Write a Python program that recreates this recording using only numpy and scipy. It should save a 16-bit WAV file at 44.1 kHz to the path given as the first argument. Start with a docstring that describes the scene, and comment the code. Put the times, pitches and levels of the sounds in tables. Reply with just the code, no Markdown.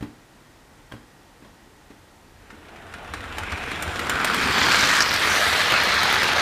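"""In a quiet room, a small model engine is set down on a wooden layout board: its knocks excite the
board's modes and its own plastic shell. Then a model locomotive runs up the track and passes close by.
Rough contact between metal wheels and rails makes a roar, a scrape and a hiss, stick-slip friction
makes the wheels sing, and impacts at the rail joints clank. The board, driven by the wheels, rumbles
and booms. Behind it all lie steady room noise and a faint whine."""
import sys
import numpy as np
from scipy import signal
from scipy.fft import rfft, irfft
from scipy.io import wavfile
from scipy.ndimage import uniform_filter1d

SR = 44100
rng = np.random.default_rng(int(sys.argv[2]) if len(sys.argv) > 2 else 0)


def persist_wave(psi):
    """Save psi, clipped to +-1, as 16-bit WAV."""
    counts = np.round(np.clip(psi, -1, 1) * 32767).astype(np.int16)
    wavfile.write(sys.argv[1], SR, np.atleast_2d(counts).T)


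N = 282681
TIME = np.arange(N) / SR

# heard loudness of the rolling, which swells, then dips briefly around 5 s: (time [s], level [dB])
HEARD_LEVEL = [(2.35, -59), (2.55, -52), (3.08, -41.5), (3.2, -39), (3.55, -34), (4.17, -28.5),
               (4.4, -23.5), (4.72, -18.5), (4.88, -20), (5.01, -21), (5.05, -22.5), (5.3, -20.5),
               (5.8, -20.5), (6.41, -20.5)]
RUN_START_S, FULL_DB = HEARD_LEVEL[0][0], -21


def rolling():
    """Roughness excitation: tiny contacts shake wheels and rails under a fluttering contact pressure."""
    # spectra of roar, scrape and hiss along the approach: (frequency [Hz], relative level [dB])
    roar_far = [(260, -47.5), (450, -4), (521, -4.5), (566, -5), (692, -2), (793, -2), (1090, -4.5),
                (1500, 0.5), (2070, -5.5), (2310, -7), (2830, -9.5), (4000, -18), (5200, -40), (8800, -120)]
    roar_nearing = [(260, -28), (450, -18), (516, -5.5), (560, -14), (620, -12), (751, -9), (961, -3.5),
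                    (1650, 0), (1870, -2), (2440, -3), (2720, -9), (4000, -13.5), (5200, -15.5),
                    (8800, -120)]
    roar_close = [(260, -34), (450, -7), (853, -3), (997, -4.5), (1240, 0), (1660, 2), (2090, 0),
                  (2800, -6), (4000, -11.5), (5200, -22), (8800, -120)]
    scrape_far = [(2200, -16), (3300, 1.5), (4400, -5.5), (5500, -3.5), (6400, -8), (7400, -5), (8500, -16),
                  (12000, -31.5)]
    scrape_close = [(2200, -24), (3400, 3.5), (4200, 5.5), (5000, 1.5), (6200, -1.5), (7400, -14),
                    (9000, -15), (12000, -59)]
    hiss_far = [(5000, -25), (7000, 2), (9000, 2), (10700, -0.5), (12200, -6), (13500, -20.5), (15200, -15)]
    hiss_close = [(5000, -15), (7000, 13.5), (9000, 11.5), (10700, 9), (12200, 8.5), (13500, 5),
                  (15200, 1.5)]
    # the hiss peaks at the driving wheels, then the tender screens it: (time [s], gain [dB])
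    hiss_facing = [(4.9, -3.5), (5.45, 2), (5.78, -5.5)]
    # the rails ring ahead of the train and are drowned close by: (time [s], level re the hiss [dB])
    rail_level = [(3.4, -10), (3.95, 1), (4.5, -4), (5.1, -24)]
    far = np.interp(TIME, [3.95, 4.3], [1, 0])
    close = np.interp(TIME, [4.95, 5.3], [0, 1])
    pressure = wander(hz=59.7)
    contact = grit(per_s=900, spread_db=2.0, share=0.33)
    stages = (far, roar_far), (1 - far - close, roar_nearing), (close, roar_close)
    roar = sum(share * coloured(contact, spectrum) for share, spectrum in stages)
    roar *= rolling_gain(FULL_DB, growth=1) * gain_of(-0.83 + 0.45 * pressure)
    friction = .5 * contact + 1.1 * grit(per_s=1300, spread_db=1.5, share=0.58)
    scrape = (1 - close) * coloured(friction, scrape_far) + close * coloured(friction, scrape_close)
    scrape *= rolling_gain(-28, growth=1.34) * gain_of(-3.0 + 1.5 * pressure)
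    specks = 0.64 * friction + grit(per_s=300, spread_db=5.5, share=0.28)
    dull = np.interp(TIME, [3.3, 5.2], [1, 0])  # a long path loses the highest hiss
    hiss = dull * coloured(specks, hiss_far) + (1 - dull) * coloured(specks, hiss_close)
    hiss *= gain_of(2.0 + 0.69 * pressure)
    ringing = unit_rms(rail_ring(specks)) * gain_of(level_at(TIME, rail_level))
    hiss_gain = rolling_gain(-39.5, growth=1.22) * gain_of(level_at(TIME, hiss_facing))
    return wheel_rocking(roar + scrape + hiss_gain * (hiss + ringing), depth_db=1.5)


def rolling_gain(db, growth):
    """Power law: a layer fades in, then moves `growth` dB for each dB of the rolling's heard level."""
    fade_in = np.clip((TIME - RUN_START_S) / 0.09, 0, 1)
    return fade_in * gain_of(db + growth * (level_at(TIME, HEARD_LEVEL) - FULL_DB))


def wheel_rocking(x, depth_db):
    """Random modulation: rocking wheels shift their contact points, so narrow bands swell and fade."""
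    bands = signal.stft(x, nperseg=1024, noverlap=768)[2]
    patches = uniform_filter1d(rng.standard_normal(bands.shape), size=9, axis=0)
    patches = unit_rms(uniform_filter1d(patches, size=10, axis=1))
    return signal.istft(bands * gain_of(depth_db * patches), nperseg=1024, noverlap=768)[1][:N]


def rail_ring(x):
    """Resonance: the metal rails ring at their modes when x shakes them."""
    # rail modes: (frequency [Hz], bandwidth [Hz], gain [dB])
    modes = [(5230, 280, -13), (7320, 420, 2.5), (8770, 1000, 0), (12170, 600, -7)]
    return sum(gain_of(db) * resonate(x, hz, width) for hz, width, db in modes)


def rail_joints(second_wheel_s=.007, second_wheel_db=-10.5, thump_db=-11.5):
    """Impact excitation: both wheels of an axle strike a joint in turn, and the board thumps."""
    # blows at the joints: (time [s], relative clank level [dB], relative snap level [dB])
    blows = [(2.504, -41.5, -63), (2.938, -34.5, -54.5), (3.077, -41, -66), (3.137, -27, -48.5),
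             (3.383, -27, -42), (3.52, -28, -49), (3.716, -27, -49), (3.824, -30.5, -36), (3.993, -24, -42),
             (4.096, -17.5, -32), (4.246, -16.5, -30), (4.345, -22, -35), (4.614, -16.5, -48),
             (4.718, -19, -40), (4.832, -17.5, -49), (5.006, -15, -42), (5.14, -20, -30.5),
             (5.274, -16, -38), (5.722, -14, -33), (5.836, -24, -31.5), (6.033, -18, -29.5),
             (6.127, -15.5, -31), (6.142, -15.5, -33), (6.232, -17, -34), (6.383, -16.5, -44)]
    out, thump = np.zeros(N), board_ring()
    for s, clank_db, snap_db in blows:
        add(out, s, wheel_strike(s, clank_db, snap_db))
        add(out, s + second_wheel_s, gain_of(second_wheel_db) * wheel_strike(s, clank_db, snap_db))
        add(out, s, gain_of(clank_db + thump_db) * thump)
    return out


def wheel_strike(s, clank_db, snap_db, onset_s_per_m=0.00029):
    """Propagation loss: a wheel clanks, snaps and rings the rail; a long path smears and dulls it."""
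    # spectra of the blow's low and high parts: (frequency [Hz], relative level [dB])
    clank_spectrum = [(150, -13.5), (700, -2), (1300, 2), (1750, 3), (2600, -4.5), (4200, -9.5),
                      (6000, -18), (12000, -41)]
    snap_spectrum = [(2000, -22), (4000, -8), (5500, -3), (7400, -2), (9000, -1), (11000, -1), (15000, -1)]
    metres = wheel_distance(s)
    smear_s, direct = 0.0016 + 0.0017 * metres, 0.19 / metres
    clank = gain_of(clank_db + 3.0) * burst(smear_s * 1.27, clank_spectrum, impulse=direct)
    top_hz = snap_spectrum[-1][0]
    dulled = [(hz, db - 6.8 * metres * (hz / top_hz) ** 2) for hz, db in snap_spectrum]
    snap = gain_of(snap_db + 9.5) * burst(smear_s * 1.02, dulled, impulse=direct / 2)
    onset = 1 - np.exp(-np.arange(1, len(snap) + 1) / SR / (onset_s_per_m * metres))
    return clank + snap * onset + gain_of(-1.0) * min(metres, 1) * rail_ring(snap)


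def wheel_distance(s, speed_m_per_s=1.29, arrival_s=5.24, nearest_m=0.24):
    """Uniform motion: metres to the nearest wheels; after arrival some are always alongside."""
    return np.hypot(nearest_m, speed_m_per_s * max(arrival_s - s, 0))


def clatter(per_s=16, above_rolling_db=1, scatter_db=1.5):
    """Random impacts: wheels and rods knock about as loudly as the rolling is heard."""
    out = np.zeros(N)
    for k in range(int((TIME[-1] - RUN_START_S) * per_s)):
        s = RUN_START_S + (k + rng.random()) / per_s
        db = level_at(s, HEARD_LEVEL) + above_rolling_db + scatter_db * rng.standard_normal()
        add(out, s, wheel_strike(s, clank_db=db, snap_db=db - 22.5))
    return out


def wheel_rubs():
    """Stick-slip friction: each rub excites one wheel resonance, which may glide as the wheel passes."""
    # rubs of flanges and driving wheels:
    # (time [s], duration [s], start frequency [Hz], end frequency [Hz], bandwidth [Hz], level [dB])
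    rubs = [(2.604, 0.59, 720, 720, 190, -51), (3.36, 0.61, 2340, 2270, 420, -39),
            (4.02, 0.5, 1500, 1350, 426, -27.5), (4.455, 0.54, 4350, 4240, 420, -34),
            (4.655, 0.43, 4430, 5100, 2780, -28.5), (4.893, 0.15, 1780, 1580, 396, -23),
            (4.998, 0.04, 5200, 5560, 1290, -23), (5.04, .16, 5200, 4900, 1090, -31),
            (5.254, 0.19, 5800, 6030, 600, -34.5), (5.494, 0.69, 4300, 3980, 260, -34),
            (5.665, 0.16, 3200, 2230, 300, -27)]
    out, slips = np.zeros(N), grit(per_s=1300, spread_db=4.5, share=0.72)
    for s, length, start_hz, end_hz, width_hz, db in rubs:
        drive = slips[round(s * SR):][:round(length * SR)]
        song = unit_rms(resonate(drive, np.linspace(start_hz, end_hz, len(drive)), width_hz))
        add(out, s, gain_of(db) * song * signal.windows.tukey(len(drive), .5))
    return out


def board_rumble(loaded_s=3.3, load_db_per_s=17.5):
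    """Forced vibration: the board rumbles and booms under the wheels, and sways on its legs."""
    # spectra of the three motions: (frequency [Hz], relative level [dB])
    rumble_spectrum = [(70, -23), (120, 2.5), (165, 3.5), (240, 2), (350, 3.5), (480, 1), (700, -37.5)]
    boom_spectrum = [(30, -25), (50, -3), (76, 13), (100, 8.5), (150, -44)]
    sway_spectrum = [(15, -19), (33, 6), (45, 18), (70, -39)]
    # the rumble is turned down by 5 dB; the sway slowly fades
    turn_down = gain_of(np.interp(TIME, [4.66, 4.82], [0, -5]))
    slow_fade = gain_of(np.interp(TIME, [3.8, 6.1], [0, -10]))
    rumble = coloured(rng.standard_normal(N), rumble_spectrum) * gain_of(wander(hz=30))
    rumble *= rolling_gain(-33, growth=0.7) * turn_down
    boom = gain_of(-44 + 1.8 * wander(hz=6.7)) * coloured(rng.standard_normal(N), boom_spectrum)
    sway = gain_of(-48.5) * slow_fade * coloured(rng.standard_normal(N), sway_spectrum)
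    # the deep sounds grow until the train's whole weight is on the board
    load = gain_of(load_db_per_s * np.minimum(TIME - loaded_s, 0))
    return rumble + load * (boom + sway)


def board_drone():
    """Resonance: one noise-driven mode of the board swells and fades as the heavy engine crosses."""
    # the drone: (peak time [s], half duration [s], frequency [Hz], bandwidth [Hz], peak level [dB])
    mode = (4.5, 0.48, 259, 100, -36)
    peak_s, half_s, hz, width, db = mode
    swell = np.exp(-((TIME - peak_s) / half_s) ** 2)
    return gain_of(db) * swell * unit_rms(resonate(rng.standard_normal(N), hz, width))


def board_heaves(hz=78, length_s=0.043):
    """Moving load: the train's weight swells the board's lowest mode for a few cycles."""
    # heaves of the board: (time [s], level [dB])
    heaves = [(3.409, -32.5), (3.517, -25.5), (3.865, -26.5), (4.125, -31), (4.485, -27.5), (4.6, -28),
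              (5.299, -30.5), (5.457, -31.5)]
    out, t = np.zeros(N), np.arange(0, length_s, 1 / SR)
    swell = np.sin(np.pi * t / length_s)
    for s, db in heaves:
        add(out, s, gain_of(db) * swell * np.sin(2 * np.pi * hz * rng.uniform(1.0, 1.04) * t))
    return out


def engine_knocks():
    """Free vibration: the small engine and the hand bump the board; the plastic shell clacks and rings."""
    # bumps: (time [s], thump level [dB], hardness [dB/octave], clack level [dB], clack decay [s],
    # shell gain [dB])
    bumps = [(.008, -27.5, -14, -40, 0.017, -66), (.025, -21, 6, -36.5, 0.018, -57),
             (.916, -65, 0, -52, 0.0063, -43), (.921, -35, -5, -35.5, 0.01, -37.5),
             (.937, -30, 0, -44, 0.023, -55), (1.423, -42, 11, -51, 0.033, -70),
             (1.448, -49, -4, -49, 0.03, -49), (1.903, -37.5, 21, -47, .022, -56),
             (2.528, -38, 5, -58, .02, -70)]
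    # spectrum of the plastic clack: (frequency [Hz], relative level [dB])
    clack_spectrum = [(200, 5.5), (600, 8), (780, 1), (1000, 4.5), (1150, 3), (1400, -1), (1620, 2),
                      (1850, -0.5), (2600, -3.5), (3250, -6.5), (3600, -7), (6000, -16.5), (14000, -23)]
    # shell modes: (frequency [Hz], bandwidth [Hz], relative level [dB])
    shell_modes = [(1076, 45, 2.5), (1580, 45, -5), (3220, 57, -3.5)]
    out, t = np.zeros(N), np.arange(SR // 8) / SR
    shell = sum(gain_of(db) * np.exp(-np.pi * width * t) * np.sin(2 * np.pi * hz * t)
                for hz, width, db in shell_modes)
    for s, thump_db, hardness, clack_db, decay_s, shell_db in bumps:
        add(out, s, gain_of(thump_db) * board_ring(hardness))
        add(out, s, gain_of(clack_db) * burst(decay_s, clack_spectrum))
        add(out, s, gain_of(shell_db) * shell)
    return out


def board_ring(db_per_octave=0, contact_s=0.0033, size=12000):
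    """Modal superposition: the board's response to a soft-edged blow, tilted by its hardness; peak 1."""
    # board modes: (frequency [Hz], relative level [dB], time to decay by 60 dB [s])
    modes = [(71.6, -21, 0.16), (116.7, -1.5, 0.11), (168.5, -5, 0.13), (235, 1, 0.17), (295, 7.5, 0.05),
             (333, -5, 0.069), (410, -6, 0.13), (630, -12, 0.066)]
    t = np.arange(size) / SR
    ring = sum(gain_of(db + db_per_octave * np.log2(hz) - 60 * t / t60) * np.cos(2 * np.pi * hz * t)
               for hz, db, t60 in modes)
    ring = np.convolve(ring, np.hanning(round(contact_s * SR) + 3))
    return ring / abs(ring).max()


def room_reflections(x, t60=0.32, dull_hz=6000, per_s=2000, size=16000):
    """Reverberation: a small furnished room returns sparse echoes, duller than the direct sound."""
    t = np.arange(size) / SR
    echoes = rng.choice([-1, 1], size) * (rng.random(size) < per_s / SR)
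    decay = (t > .004) * gain_of(-60 * t / t60)
    tail = signal.lfilter([1], [1, -np.exp(-2 * np.pi * dull_hz / SR)], echoes * decay)
    return signal.fftconvolve(x, tail / np.linalg.norm(tail))[:N]


def room_noise(noise_db=-51.5):
    """Ambient noise: a steady broadband floor with a thin, slightly wavering whine."""
    # spectrum of the room noise: (frequency [Hz], relative level [dB])
    spectrum = [(15, -47), (25, 2), (45, 0), (80, -1), (128, -2), (190, -5), (286, -3), (427, -7.5),
                (637, -10), (800, -7.5), (1090, -12), (1960, -13), (2180, -16.5), (8100, -25), (15000, -33)]
    # tones of the whine: (frequency [Hz], rms level [dB])
    tones = [(898, -71), (1896, -69.5)]
    whine = np.zeros(N)
    for hz, db in tones:
        wavering_hz = hz * (1 + 0.00034 * wander(hz=12))
        whine += gain_of(db) * np.sqrt(2) * np.sin(2 * np.pi * np.cumsum(wavering_hz) / SR)
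    return gain_of(noise_db) * coloured(rng.standard_normal(N), spectrum) + whine


def grit(per_s, spread_db, share):
    """Shot noise of metal on metal: countless tiny contacts, `share` of the power in larger specks."""
    sizes = gain_of(spread_db * np.minimum(rng.exponential(1, N), 4))
    specks = sizes * rng.choice([-1, 1], N) * (rng.random(N) < per_s / SR)
    return np.sqrt(share) * unit_rms(specks) + np.sqrt(1 - share) * rng.standard_normal(N)


def burst(decay_s, spectrum, impulse=0., size=8000):
    """Exponential decay: one contact and its dying chatter, filtered by a body."""
    t = np.arange(size) / SR
    chatter = rng.standard_normal(size) * np.exp(-t / decay_s)
    chatter[0] += impulse * np.linalg.norm(chatter)
    return coloured(chatter, spectrum) * np.sqrt(decay_s * SR / (2 * size))


def coloured(x, spectrum, size=4096):
    """Minimum-phase filtering: x passes through a body with the given spectrum; rms 1."""
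    hz, db = np.transpose(spectrum)
    bin_hz = abs(np.fft.fftfreq(size, 1 / SR))
    log_gain = np.log(gain_of(np.interp(np.log(bin_hz + 1), np.log(hz + 1), db)))
    response = np.fft.ifft(np.exp(np.conj(signal.hilbert(log_gain)))).real
    return unit_rms(signal.fftconvolve(x, response[:size // 2])[:len(x)])


def resonate(x, hz, width_hz):
    """Double-pole resonance of gain 1 that can follow a gliding frequency."""
    carrier = np.exp(2j * np.pi * np.cumsum(hz * np.ones(len(x))) / SR)
    pole = np.exp(-np.pi * width_hz / SR / .64)
    envelope = signal.lfilter([(1 - pole) ** 2], [1, -2 * pole, pole * pole], x / carrier)
    return 2 * (carrier * envelope).real


def wander(hz):
    """Band-limited random fluctuation up to about the given rate; rms 1."""
    f = np.fft.rfftfreq(N, 1 / SR)
    band = np.exp(-(f / hz) ** 2) * f / (f + hz / 10)
    return unit_rms(irfft(rfft(rng.standard_normal(N)) * band, N))


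def level_at(s, curve):
    """Linear interpolation of a (time [s], level [dB]) curve."""
    return np.interp(s, *np.transpose(curve))


def gain_of(db):
    """Decibels to amplitude ratio."""
    return 10 ** (np.asarray(db) / 20)


def unit_rms(x):
    """Normalisation to an rms of 1."""
    return x / np.sqrt(np.mean(x ** 2) + 1e-20)


def add(mix, s, sound):
    """Superposition of a sound on the mix at time s."""
    part = mix[max(round(s * SR), 0):][:len(sound)]
    part += sound[:len(part)]


def scene():
    """Superposition of train, knocks and room noise; only the impacts reverberate."""
    sustained = rolling() + board_rumble() + board_drone() + wheel_rubs() + board_heaves() + room_noise()
    impacts = engine_knocks() + rail_joints() + clatter()
    return (impacts + gain_of(-9.5) * room_reflections(impacts) + sustained)[None]


def record(dry):
    """Band limiting: a steep low-pass removes the highest treble."""
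    low_pass = signal.firwin(511, cutoff=15200, window=("kaiser", 9), fs=SR)
    return signal.oaconvolve(dry, low_pass[None], "same")


dry = scene()
out = record(dry)
persist_wave(out)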